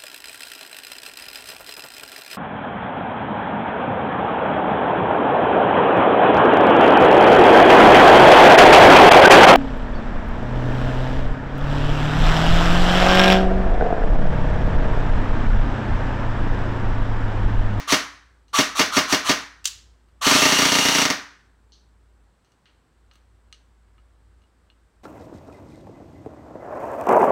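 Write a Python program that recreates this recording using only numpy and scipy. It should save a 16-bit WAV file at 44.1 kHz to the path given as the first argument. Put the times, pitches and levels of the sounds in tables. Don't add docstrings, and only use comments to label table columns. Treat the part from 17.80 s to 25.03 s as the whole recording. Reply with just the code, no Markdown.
import sys
import numpy as np
from scipy import signal
from scipy.fft import rfft, irfft
from scipy.io import wavfile
from scipy.ndimage import uniform_filter1d, minimum_filter1d

SR = 44100
rng = np.random.default_rng(int(sys.argv[2]) if len(sys.argv) > 2 else 0)


def master_out(mix):
    frames = np.transpose(np.atleast_2d(mix))
    ceiling = np.clip(frames, -1, 1)
    pcm = np.round(ceiling * 32767).astype(np.int16)
    wavfile.write(sys.argv[1], SR, pcm)


N = 318962
LEAD = SR // 4
T = np.arange(-LEAD, N) / SR
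SHORT = np.arange(SR // 2) / SR

# piston landing in seconds, wind-up before it in seconds, gear level in dB,
# start-up growl in dB, force in dB, thump (ringing relative to force) in dB.
SINGLE_SHOTS = [(-.11, 0.035, -1, -6, -0.5, 13.5), (.124, 0.052, 2, -2.5, 2.5, 5.5),
                (0.7881, 0.059, 3, -2, 2, 6.5), (0.9955, .048, 0, -6.5, 4, 2.5),
                (1.1697, 0.055, -1, -3, 3.5, 5), (1.3265, 0.051, -1, -5, 2.5, 4.5),
                (1.4952, 0.055, -1, -5, 2, 5.5)]
# delay in seconds, relative level in dB.
PISTON_KNOCKS = [(0, -0.5), (.0015, 3), (.0038, -6), (.0055, 2.5)]
# frequency in Hz, relative level in dB, T60 in seconds.
RIFLE_MODES = [(141.6, -0.5, 0.05), (185, -4, 0.033), (271.7, 2.5, .085), (395, 0.5, 0.057),
               (619.6, -5.5, 0.18), (817, -9.5, 0.032), (974, -5.5, 0.092), (1200, -7.5, 0.18),
               (1459, -6.5, 0.082), (1650, -6.5, .08), (1862, -8.5, 0.27), (2145, 0.5, 0.072),
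               (2862, -7.5, .1), (4480, -1, 0.074), (5600, -6.5, 0.055)]
# frequency in Hz, relative level in dB, T60 in seconds.
NOZZLE_PLATE_MODES = [(1510, -5.5, 0.18), (1858, 1, .12), (2830, 1, .11), (3250, -2.5, 0.085)]
# frequency in Hz, relative level in dB.
CRACK_SPECTRUM = [(40, -25.5), (100, -6), (240, 1.5), (500, -2), (1000, -1), (2200, -1.5), (3400, -6),
                  (4600, -4), (6100, -4), (7500, -16), (10000, -22.5), (16000, -24)]
SOFT_BURST_CYCLES = (3, 6, 8, 12, 16, 19)
# frequency in Hz, relative level in dB.
GEAR_SPECTRUM = [(100, -29), (350, -22), (650, -4.5), (1200, 0.5), (2300, -4.5), (3000, 2.5), (3700, -0.5),
                 (4300, 1.5), (5000, -8.5), (5800, 1), (7200, -7), (10000, -12.5), (16000, -22)]
# frequency in Hz, relative level in dB.
SELECTOR_SPECTRUM = [(200, -40.5), (700, -30.5), (1100, -14.5), (2400, -11.5), (2800, -2), (4300, -2),
                     (5900, -1.5), (7400, -1.5), (8000, -7), (10500, -16.5), (16000, -19.5)]
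# start in seconds, relative level in dB, centre of the colour in Hz,
# fall away from it in dB per octave squared, room tail in dB.
HANDLING_CLICKS = [(.682, -29, 5900, 2.5, 3), (2.287, -34.5, 4960, -1.5, -3), (3.921, -21.5, 4640, 24, 6),
                   (4.647, -34, 6960, 1, 1), (4.72, -32.5, 8050, 2, -4), (4.857, -23.5, 2184, 4.5, 2),
                   (5.313, -22, 2204, 2.5, -4), (5.336, -30, 2490, -1.5, -1), (5.356, -25, 2520, -1, -7),
                   (5.7268, -9, 4280, 3.5, -10), (6.181, -27, 1508, 8.5, -9), (6.619, -35.5, 2526, 0.5, -8),
                   (6.638, -35, 2000, 7, -15), (6.901, -23.5, 2600, 8.5, -13)]
# frequency in Hz, relative level in dB.
CLICK_SPECTRUM = [(300, -27), (900, -14), (1250, -2.5), (2500, -6.5), (2900, 0), (3700, -5), (4300, -1),
                  (5200, -11), (6200, -3), (7200, -18.5), (8400, -10), (10000, -24.5), (16000, -26)]
# time in seconds, relative level in dB.
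HUM_LEVELS = [(1.85, -59.5), (2.122, -54), (2.186, -62), (2.38, -57), (3.6, -65), (3.69, -60.5),
              (4.44, -59), (4.71, -75), (5.0, -63), (5.06, -75.5), (5.2, -60), (6.58, -56.5), (6.68, -64.5),
              (7.07, -60), (7.1, -76), (7.2, -57.5)]
# frequency in Hz, relative level in dB.
HISS_SPECTRUM = [(40, -7), (120, 1.5), (380, -3.5), (650, -8.5), (1000, -7.5), (1600, -10.5), (2500, -18.5),
                 (4200, -21), (6500, -26.5), (8800, -23.5), (10000, -32.5), (16000, -37.5)]
# frequency in Hz, T60 in seconds.
REVERB_T60 = [(100, .26), (300, .27), (600, .28), (1100, .39), (1650, .48), (2600, .35), (6000, .32),
              (10000, .27), (16000, .22)]
# delay in seconds, relative level in dB.
WALL_ECHOES = [(.0077, -15), (.0103, -16), (.0127, -17), (.0181, -9), (.0194, -11), (.0213, -11),
               (.0262, -12)]

SCATTER_GAIN = .55
RETURN_S, RETURN_DB, RETURN_RING_DB = .0185, -7, -25.5
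STANDING_HZ, STANDING_T60_S = 286, .48
BURST_ON_S, BURST_OFF_S = 2.41, 3.226
CYCLES_PER_S = 30.26
SPIN_UP_S, COAST_S = .0613, .16
PRECOCKED_CYCLES = .404
BURST_GEAR_DB, BURST_GROWL_DB = 3, -3
BURST_FORCE_DB, FORCE_FADE_DB_PER_S = 0.5, 3.5
BURST_THUMP_DB, THUMP_FADE_DB_PER_S = 7, 5
SOFT_DB = -8.5


def piston(crack_db=-2, ring_db=-21, standing_db=-42, rush_db=-5, rush_s=.0025):
    knocks = sum(amp(db) * delayed(snap(rattle=1.33, fade_s=.002), s) for s, db in PISTON_KNOCKS)
    knocks = in_room(knocks, tail_db=-1, walls_db=-5)
    rifle_ring = sum((-1) ** k * amp(db) * mode(hz, t60_s) for k, (hz, db, t60_s) in enumerate(RIFLE_MODES))
    ring = amp(ring_db) * rifle_ring + amp(standing_db) * mode(STANDING_HZ, STANDING_T60_S)
    ring *= 1 - np.exp(-SHORT / .0029)
    nozzle_ring = amp(RETURN_RING_DB) * sum(amp(db) * mode(hz, t60_s) for hz, db, t60_s in NOZZLE_PLATE_MODES)
    rush_samples = SR // 50
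    cracks, rings = np.zeros((2, len(T)))
    for s, force_db, thump_db in blows():
        loose_parts = in_room(snap(rattle=1.9, fade_s=.0035), tail_db=-1, walls_db=-9)
        rush = snap(rattle=3.1, fade_s=rush_s)[:rush_samples][::-1]
        add(cracks, s - rush_samples / SR, amp(force_db + rush_db) * rush)
        add(cracks, s, amp(force_db) * (knocks + SCATTER_GAIN * loose_parts))
        add(rings, s, amp(force_db + thump_db) * ring)
        if s < BURST_ON_S:
            add(cracks, s + RETURN_S, amp(force_db + RETURN_DB) * snap(rattle=4.4, fade_s=.009))
            add(rings, s + RETURN_S, amp(force_db) * nozzle_ring)
    return amp(crack_db) * colour(cracks, CRACK_SPECTRUM) + rings


def blows():
    rows = [(s, force_db, thump_db) for s, _, _, _, force_db, thump_db in SINGLE_SHOTS]
    cycles = PRECOCKED_CYCLES + CYCLES_PER_S * np.cumsum(motor_speed(BURST_ON_S, BURST_OFF_S)) / SR
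    landings_s = T[np.flatnonzero(np.diff(np.floor(cycles)))]
    for k, s in enumerate(landings_s):
        held_s = s - BURST_ON_S
        force_db = BURST_FORCE_DB - FORCE_FADE_DB_PER_S * held_s + SOFT_DB * (k in SOFT_BURST_CYCLES)
        rows.append((s, force_db, BURST_THUMP_DB - THUMP_FADE_DB_PER_S * held_s))
    return rows


def gearbox(mesh_hz=2850, strain_db=13, strain_s=.15, release_s=.04, whine_db=-2, overtone_db=-9,
            growl_db=-22, gears_db=-26):
    speed, drive, current = np.zeros((3, len(T)))
    for on_s, off_s, gear_db, start_db in pulls():
        since_on, since_off = np.maximum(T - on_s, 0), np.maximum(T - off_s, 0)
        turning = motor_speed(on_s, off_s)
        speed = np.maximum(speed, turning)
        strain = amp(gear_db + strain_db * np.exp(-since_on / strain_s))
        drive += strain * turning ** 1.2 * np.exp(-since_off / release_s)
        surge = np.minimum(since_on / .015, 1) * np.exp(-since_on / .13 - since_off / .024)
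        current += amp(start_db) * surge

    load = np.sin(2 * np.pi * CYCLES_PER_S * np.cumsum(speed) / SR)
    tooth_hz = mesh_hz * speed * (1 + .009 * load + .012 * band(0, 120))
    teeth = 2 * np.pi * np.cumsum(tooth_hz) / SR
    roughness = np.exp(.069 * np.cos(teeth) + .13 * band(0, 900))
    rasp = colour(unit(rng.standard_normal(len(T)) * roughness), GEAR_SPECTRUM)

    backlash = 1 + .6 * band(0, 260)
    tones = amp(whine_db) * speed ** 5 * np.sin(teeth) + amp(overtone_db) * np.sin(2 * teeth)
    level = drive * amp(gears_db)
    whine = level * backlash * tones
    noise = level * rasp + amp(growl_db) * current * band(hz=1176, width_hz=300)
    direct = amp(-1) * (noise + whine)
    reverberant = amp(-4) * through(noise + amp(-9.5) * whine, room_tail())
    return direct + reverberant


def pulls():
    singles = [(s - wind_s, s, gear_db, growl_db) for s, wind_s, gear_db, growl_db, _, _ in SINGLE_SHOTS]
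    return singles + [(BURST_ON_S, BURST_OFF_S, BURST_GEAR_DB, BURST_GROWL_DB)]


def motor_speed(on_s, off_s):
    spin_up = 1 - np.exp(-np.clip(T - on_s, 0, off_s - on_s) / SPIN_UP_S)
    return spin_up * np.clip(1 - (T - off_s) / COAST_S, 0, 1)


def selector(slide_db=-27, snap_db=-5, ring_db=-17):
    out = np.zeros(len(T))
    ring = amp(ring_db) * (mode(2812, .016) + .9 * mode(5950, .04) + .63 * mode(3232, .035))
    detent = in_room(snap(rattle=3.83, fade_s=.0038), tail_db=-7.5, walls_db=-3)
    add(out, 1.843, amp(slide_db) * snap(rattle=5.9, fade_s=.012))
    add(out, 1.8547, amp(snap_db) * (detent + ring))
    return colour(out, SELECTOR_SPECTRUM)


def handling(level_db=-13, ring_db=-24):
    out = np.zeros(len(T))
    ring = amp(ring_db) * (.34 * mode(2880, .09) + .38 * mode(1270, .079) + .29 * mode(4200, .06))
    for s, db, centre_hz, fall_db, room_db in HANDLING_CLICKS:
        spectrum = [(hz, level - fall_db * np.log2(hz / centre_hz) ** 2) for hz, level in CLICK_SPECTRUM]
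        click = in_room(snap(rattle=1.1, fade_s=.0039), room_db, walls_db=-9) + ring
        add(out, s, amp(db + level_db) * colour(click, spectrum))
    return out


def background(hiss_db=-66, sizzle_db=-86):
    turns = np.cumsum(55.6 + 1.7 * band(0, 10)) / SR
    swell = amp(np.interp(T, *np.transpose(HUM_LEVELS)))
    hum = swell * (1.7 * np.sin(2 * np.pi * turns) + .21 * band(58, 40) + .39 * band(87, 25))
    room_noise = amp(hiss_db) * colour(rng.standard_normal(len(T)), HISS_SPECTRUM)
    return hum + room_noise + amp(sizzle_db) * band(7850, 980)


def in_room(hit, tail_db, walls_db):
    echoes = sum(amp(db) * delayed(hit, s) for s, db in WALL_ECHOES)
    return hit + amp(walls_db) * echoes + amp(tail_db) * np.linalg.norm(hit) * room_tail()


def room_tail(build_s=.0047, linger_db=-19):
    hz, t, noise = signal.stft(rng.standard_normal(len(SHORT)), SR, nperseg=256)
    decay = amp(-60 * t / read(REVERB_T60, hz)[:, None])
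    lingering = amp(linger_db) * np.sqrt(decay)
    tail = signal.istft(noise * (decay + lingering), SR, nperseg=256)[1][:len(SHORT)]
    tail *= 1 - np.exp(-(SHORT / build_s) ** 2)
    return tail / np.linalg.norm(tail)


def snap(rattle, fade_s):
    chatter = rng.standard_normal(len(SHORT)) * np.exp(-SHORT / fade_s)
    return (SHORT == 0) + rattle * chatter / np.linalg.norm(chatter)


def mode(hz, t60_s):
    return np.exp(-np.log(1000) * SHORT / t60_s) * np.sin(2 * np.pi * hz * SHORT)


def band(hz, width_hz):
    f = np.fft.rfftfreq(len(T), 1 / SR)
    resonance = 1 / (1 + (2 * (f - hz) / width_hz) ** 2)
    return unit(irfft(rfft(rng.standard_normal(len(T))) * resonance, len(T)))


def colour(x, spectrum, size=4096):
    log_gain = np.log(amp(read(spectrum, abs(np.fft.fftfreq(size, 1 / SR)))))
    response = np.fft.ifft(np.exp(np.conj(signal.hilbert(log_gain)))).real[:size // 2]
    return through(x, response / np.linalg.norm(response))


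def through(x, response):
    return signal.fftconvolve(x, response)[:len(x)]


def read(points, hz):
    f, value = np.transpose(points)
    return np.interp(np.log(hz + 1), np.log(f + 1), value)


def delayed(x, s):
    return np.roll(x, round(s * SR))


def add(mix, s, sound):
    part = mix[max(LEAD + round(s * SR), 0):][:len(sound)]
    part += sound[:len(part)]


def amp(db):
    return 10 ** (np.asarray(db) / 20)


def unit(x):
    return x / np.sqrt(np.mean(x ** 2) + 1e-20)


def scene():
    return (piston() + gearbox() + selector() + handling() + background())[None, LEAD:]


def record(dry, threshold=.71, release_nepers_per_s=600, edge_hz=15900):
    over = np.log(np.maximum(abs(dry[0]) / threshold, 1))
    fall = np.arange(N) / SR * release_nepers_per_s
    held = np.maximum.accumulate(over + fall) - fall
    gain = uniform_filter1d(minimum_filter1d(np.exp(-held), size=13), size=13)
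    low_pass = signal.firwin(511, edge_hz, window=("kaiser", 9), fs=SR)
    return signal.oaconvolve(dry * gain, low_pass[None], "same")


dry = scene()
out = record(dry)
master_out(out)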